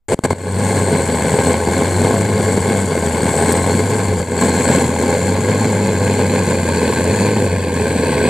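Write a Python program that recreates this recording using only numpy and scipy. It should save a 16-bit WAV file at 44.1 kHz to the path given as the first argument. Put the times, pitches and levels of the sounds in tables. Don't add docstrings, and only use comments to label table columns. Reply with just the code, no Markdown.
import sys
import numpy as np
from scipy import signal
from scipy.fft import rfft, irfft, next_fast_len
from scipy.io import wavfile
from scipy.ndimage import uniform_filter1d, map_coordinates

SR = 44100
rng = np.random.default_rng(int(sys.argv[2]) if len(sys.argv) > 2 else 0)


def persist_wave(psi):
    counts = np.round(np.clip(psi, -1, 1) * 32767).astype(np.int16)
    wavfile.write(sys.argv[1], SR, np.atleast_2d(counts).T)


N = 365588

# time_s, place (0 over the fuel tank, 1 over the burner, 2 over the boiler)
MIC_PATH = [(0, 0.52), (3.3, 0.077), (4.5, 0.82), (5.8, 1.04), (6.8, 1.72), (8.29, 2.03)]
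# frequency_hz, correlation
MIC_LIKENESS = [(100, 1), (600, 0.98), (1400, 0.98), (3000, 0.79), (7000, 0.75), (14000, 0.27)]
# frequency_hz, left_minus_right_db
MIC_BALANCE = [(100, 0.93), (700, 0), (2400, 1.5), (4500, 1), (6500, -2.5), (8000, 11.5), (10000, 9),
               (14000, 17)]
# frequency_hz, level_db
AIR_SPECTRUM = [(25, 3), (100, -5), (1000, -23), (14000, -42)]
# frequency_hz, level_db
BREEZE_SPECTRUM = [(20, 0), (40, -3), (70, -14), (150, -40), (400, -120)]
# start_s, roar_db, jet_db, throb_db
FLAME_SPURTS = [(.084, -19, -30.5, -27.5), (0.117, -14.5, -26, -30), (0.143, -42, -54, -53),
                (0.237, -12.5, -24, -30), (0.26, -27.5, -41, -25), (0.304, -12.5, -28, -26),
                (0.312, -19.5, -32, -19.5)]
# time_s, level_db
VAPOUR_FLOW = [(.36, -16), (.64, 1), (1.1, -0.1), (1.49, 1.5), (1.64, -3), (1.75, 0.3), (2.12, 0.5),
               (2.32, -2), (2.55, 0), (2.98, -2.5), (3.55, 1.5), (4.2, -3), (4.26, -8.5), (4.42, 1),
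               (4.74, 2.5), (4.9, -.5), (5.7, -1), (6.65, -0.6), (7.05, 1.5), (7.35, 0), (7.6, -3.5),
               (7.72, -0.1), (8.29, 2)]
# time_s, pitch_hz
THROB_PITCH = [(.34, 91.24), (.58, 97.77), (.85, 95.76), (1.15, 82.04), (1.7, 86), (1.95, 93),
               (2.29, 104.9), (2.55, 95.05), (2.8, 98), (3.0, 84), (3.3, 81), (3.68, 91), (3.95, 103.7),
               (4.25, 86), (4.95, 83.9), (5.25, 92.9), (5.67, 105), (5.85, 96), (6.2, 96.84), (6.95, 83.3),
               (7.26, 105.9), (7.67, 87.04), (8.29, 80.95)]
# frequency_hz, level_db
ROAR_SPECTRUM = [(30, -28.5), (65, -29.5), (90, -6), (125, -4.5), (200, -2.5), (310, -9.5), (600, -11.5),
                 (1100, -26), (1250, -26), (1900, -27.5), (2800, -29.5), (5500, -39), (14000, -48)]
# centre_hz, half_width_hz, over_tank_db, over_burner_db, over_boiler_db
FLUE_RESONANCES = [(251.5, 33, 3, 6.5, 4.5), (359.6, 6.8, 5.5, 8, 5.5), (427.4, 27, 9.5, 10, 9.5),
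                   (496.5, 20.3, 8, 9.5, 10.5), (543.3, 10.7, 9, 9, 8), (587, 6.7, 2.5, 4.5, 1.5),
                   (672.7, 14.3, 8.5, 5.5, 5), (746, 39, 2.5, -1, -4), (817.6, 50, 11.5, 11, 6),
                   (916.4, 57.4, 11.5, 13, 10), (1059.3, 79, 14.5, 14.5, 12.5), (1192, 40, 0.5, -1.5, -7),
                   (1364, 87, -2.8, -5, -15.5), (1584, 230, 13, 13.5, 15), (2159, 193, 12.5, 13, 10),
                   (2502, 167, 0, 5.5, 10.5), (3385, 340, 4.5, 5, 4), (4137, 207, 8, 11, 11),
                   (4600, 245, 7, 9.5, 11.5)]
# delay_over_tank_ms, delay_over_boiler_ms, level_db
HULL_ECHOES = [(1.7, 2.12, -24), (3.1, 2.8, -22), (4.6, 5.1, -9)]
# frequency_hz, level_db
JET_SPECTRUM = [(1500, -33), (4000, -11), (5500, 0.5), (8000, 1), (11000, -3), (14000, -9)]
# centre_hz, half_width_hz, over_tank_db, over_burner_db, over_boiler_db
TUBE_RESONANCES = [(7140, 810, 11, 13.9, 11.7), (8220, 650, 10.5, 7.7, 8.9), (9400, 940, 9, 7.3, 9.4)]
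# time_s, loss_db
JET_SCREENING = [(3.3, 0.5), (4.5, -.3), (5.0, 0.6), (7.25, 1.1), (7.6, 3.5), (8.29, 5)]
# time_s, pitch_hz
WHISTLE_PITCH = [(.6, 8200), (.9, 8020), (1.48, 7880), (1.68, 7566), (2.05, 7750), (3.0, 7595),
                 (3.25, 7950), (3.55, 7900), (3.85, 7580), (4.2, 7630), (4.38, 7900), (4.7, 7900),
                 (4.95, 7370), (7.3, 7240), (7.8, 7550), (8.06, 8180), (8.29, 7930)]
# time_s, level_db
VAPOUR_POPS = [(0.122, -4), (0.144, 2), (0.191, -1), (0.238, -5), (0.25, -2), (0.261, -2), (0.308, 0),
               (0.31, -1), (0.331, -2), (0.762, -3), (0.815, -3), (1.822, -1), (1.92, -1), (2.045, -1),
               (2.109, 0), (2.142, -1), (2.211, 0), (2.393, 0), (2.579, 0), (4.178, -4), (4.201, -1),
               (4.425, -3), (4.749, -1), (5.416, -2), (5.646, -3), (6.935, -1), (7.368, -2), (7.997, -5)]
# frequency_hz, level_db
CRACK_SPECTRUM = [(60, -4), (300, 2), (900, 0), (2500, -24.5), (5500, -29), (8000, -17), (14000, -39)]
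# start_s, level_db
METAL_TICKS = [(3.524, 0)]
# frequency_hz, level_db
TICK_SPECTRUM = [(2000, -20), (6000, -9), (10000, -2.5), (14000, -13)]


def amp(db):
    return 10 ** (np.asarray(db) / 20)


def unit(x):
    return x / np.sqrt(np.mean(x ** 2) + 1e-20)


def along(points, hz):
    frequencies, values = np.transpose(points)
    return np.interp(np.log(hz + 1), np.log(frequencies), values)


def curve(points):
    return np.interp(np.arange(N) / SR, *np.transpose(points))


def wobble(rate_hz):
    knots = rng.standard_normal(int(N * rate_hz / SR) + 4)
    return map_coordinates(knots, [np.arange(N) * rate_hz / SR])


def filtered(x, response):
    size = 2 * next_fast_len(N // 2 + SR // 4)
    return irfft(rfft(x, size) * response(np.fft.rfftfreq(size, 1 / SR)), size)[..., :N]


def causal(db):
    cepstrum = irfft(np.log(amp(db)))
    half = len(cepstrum) // 2
    cepstrum[1:half] *= 2
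    cepstrum[half + 1:] = 0
    return np.exp(rfft(cepstrum))


def stereo_noise():
    def mid_and_side(hz):
        angle = np.arccos(np.clip(along(MIC_LIKENESS, hz), -1, 1)) / 2
        return np.array([np.cos(angle), np.sin(angle)])
    mid, side = filtered(rng.standard_normal((2, N)), mid_and_side)
    return np.array([mid + side, mid - side])


def radiated(drive, spectrum, resonances, lag_ms_per_place):
    def colour(hz, spot):
        lift_db = sum(lifts_db[spot] * np.exp(-((hz - centre_hz) / width_hz) ** 2)
                      for centre_hz, width_hz, *lifts_db in resonances)
        return causal(along(spectrum, hz) + lift_db)
    place = np.clip(curve(MIC_PATH), 0, 2)
    sound = np.zeros((2, N))
    for spot in range(3):
        nearness = np.maximum(1 - np.abs(place - spot), 0)
        sound += nearness * unit(filtered(drive, lambda hz: colour(hz, spot)))
    shift = place * lag_ms_per_place * SR / 2000
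    return np.array([map_coordinates(channel, [np.arange(N) + way * shift])
                     for channel, way in zip(sound, (-1, 1))])


def outdoors():
    air = filtered(stereo_noise(), lambda hz: amp(along(AIR_SPECTRUM, hz)))
    breeze = filtered(rng.standard_normal((2, N)), lambda hz: amp(along(BREEZE_SPECTRUM, hz)))
    return amp(-78) * unit(air) + amp(-66) * unit(breeze)


def flame_gains(holds_s):
    flow_db = curve(VAPOUR_FLOW)
    flicker_db = 0.8 * wobble(14)
    roar_db = -16 + flow_db + flicker_db
    jet_db = -28 + flow_db + flicker_db - curve(JET_SCREENING)
    slowed_hz = np.maximum(93.6 - curve(THROB_PITCH), 0)
    starved_db = np.maximum(-3.5 - flow_db, 0)
    throb_db = -19 - 0.58 * slowed_hz - 0.96 * starved_db
    levels_db = np.array([roar_db, jet_db, throb_db])
    catch = round(holds_s * SR)
    levels_db[:, :catch] = -100
    for start_s, *spurt_db in FLAME_SPURTS:
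        levels_db[:, round(start_s * SR):catch] = np.array(spurt_db)[:, None]
    return uniform_filter1d(amp(levels_db), size=60, axis=1)


def flue_phase(jitter):
    pitch_hz = curve(THROB_PITCH) * (1 + jitter * wobble(70))
    return 2 * np.pi * np.cumsum(pitch_hz) / SR


def flame_roar(phase, pulse_db, crackle_db, flutter_db, collapse):
    ragged_db = crackle_db * np.tanh(wobble(420)) + flutter_db * np.tanh(wobble(90))
    flare = amp(pulse_db * np.cos(phase) + ragged_db)
    heat = np.exp(2 * np.tanh(wobble(1100) / 2)) * flare
    drive = unit(flare * stereo_noise()) - collapse * unit(np.gradient(heat))
    return radiated(drive, ROAR_SPECTRUM, FLUE_RESONANCES, lag_ms_per_place=0.018)


def hull_echoes(sound, above_hz):
    progress = curve(MIC_PATH) / 2
    treble = filtered(sound, lambda hz: 1 - np.exp(-(hz / above_hz) ** 4))
    ms = np.arange(N) * 1000 / SR
    echoes = np.zeros((2, N))
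    for tank_ms, boiler_ms, level_db in HULL_ECHOES:
        delay_ms = tank_ms + progress * (boiler_ms - tank_ms)
        echoes += amp(level_db) * np.array([np.interp(ms - delay_ms, ms, channel) for channel in treble])
    return echoes


def jet_hiss(phase, pulse_db, lag_rad, ragged_db):
    flow = amp(pulse_db * np.cos(phase - lag_rad) + ragged_db * wobble(300))
    return radiated(flow * stereo_noise(), JET_SPECTRUM, TUBE_RESONANCES, lag_ms_per_place=0.022)


def whistle(pitch_hz, phase, width_hz, waver_hz, flutter_db, pulse_db):
    band = filtered(stereo_noise(), lambda hz: np.exp(-(hz / width_hz) ** 2))
    carrier = np.cos(2 * np.pi * np.cumsum(pitch_hz + waver_hz * wobble(28)) / SR)
    strength = amp(flutter_db * wobble(16) + pulse_db * np.cos(phase - 0.8))
    return unit(band * carrier * strength)


def jet_whistles(phase, tube_hz, tube_width_hz, sag_hz_per_db):
    high_hz = curve(WHISTLE_PITCH)
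    resonance = np.exp(-((high_hz - tube_hz) / tube_width_hz) ** 2)
    high_db = -9.5 + 6 * resonance - 0.5 * wobble(9)
    high = whistle(high_hz, phase, width_hz=400, waver_hz=190, flutter_db=2, pulse_db=1.2)
    low_hz = 4360 - sag_hz_per_db * np.maximum(curve(VAPOUR_FLOW), -2)
    low = whistle(low_hz, phase, width_hz=220, waver_hz=84.9, flutter_db=1.5, pulse_db=1.5)
    return amp(high_db) * high + amp(-12) * low


def flue_throb(phase, gain, overtone, unsteady_db, ragged_db):
    steepness = overtone * gain / gain.mean() * amp(2.7 * wobble(22))
    wave = -np.cos(phase) - steepness * np.cos(2 * phase + 0.16 + 0.5 * wobble(40))
    return gain * unit(wave * amp(unsteady_db * wobble(12) + ragged_db * wobble(60)))


def vapour_pops(dip_ms, crack_ms, crack_gain):
    dips, bursts = np.zeros(N), np.zeros(N)
    offsets = np.arange(-400, 400)
    ms = offsets * 1000 / SR
    for time_s, level_db in VAPOUR_POPS:
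        at = np.clip(round(time_s * SR) + offsets, 0, N - 1)
        dips[at] -= amp(level_db) * np.exp(-(ms / dip_ms) ** 2)
        bursts[at] += amp(level_db) * np.exp(-(ms / crack_ms) ** 2)
    cracks = filtered(bursts * stereo_noise(), lambda hz: causal(along(CRACK_SPECTRUM, hz)))
    thumps = signal.sosfilt(signal.butter(2, 90, "high", fs=SR, output="sos"), dips)
    return thumps + crack_gain * dips.std() * unit(cracks)


def metal_tick(t60_s):
    t = np.arange(N) / SR
    envelope = sum(amp(level_db - 60 * np.abs(t - start_s) / t60_s) * (t >= start_s)
                   for start_s, level_db in METAL_TICKS)
    return filtered(envelope * rng.standard_normal(N), lambda hz: amp(along(TICK_SPECTRUM, hz)))


def at_microphone(sound, lean_db):
    sides = np.array([[1], [-1]])
    lean = amp(sides * lean_db * (1 - curve(MIC_PATH)) / 2)
    return lean * filtered(sound, lambda hz: 2 / (1 + amp(-sides * along(MIC_BALANCE, hz))))


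def scene():
    roar_gain, jet_gain, throb_gain = flame_gains(holds_s=0.332)
    phase = flue_phase(jitter=0.036)
    roar = roar_gain * flame_roar(phase, pulse_db=3.5, crackle_db=2.5, flutter_db=1.8, collapse=0.14)
    jet = amp(-1.5) * jet_hiss(phase, pulse_db=1.5, lag_rad=1.0, ragged_db=2.5)
    jet += jet_whistles(phase, tube_hz=7980, tube_width_hz=260, sag_hz_per_db=50)
    torch = roar + hull_echoes(roar, above_hz=2000) + jet_gain * jet
    torch += flue_throb(phase, throb_gain, overtone=0.42, unsteady_db=1.0, ragged_db=0.7)
    torch += amp(-3.5) * vapour_pops(dip_ms=0.55, crack_ms=1.1, crack_gain=0.42)
    return at_microphone(torch, lean_db=0.43) + metal_tick(t60_s=0.0047) + outdoors()


def record(dry):
    rounded = dry / (1 + np.abs(dry) ** 8) ** (1 / 8)
    return filtered(rounded, lambda hz: hz < 14300)


dry = scene()
out = record(dry)
persist_wave(out)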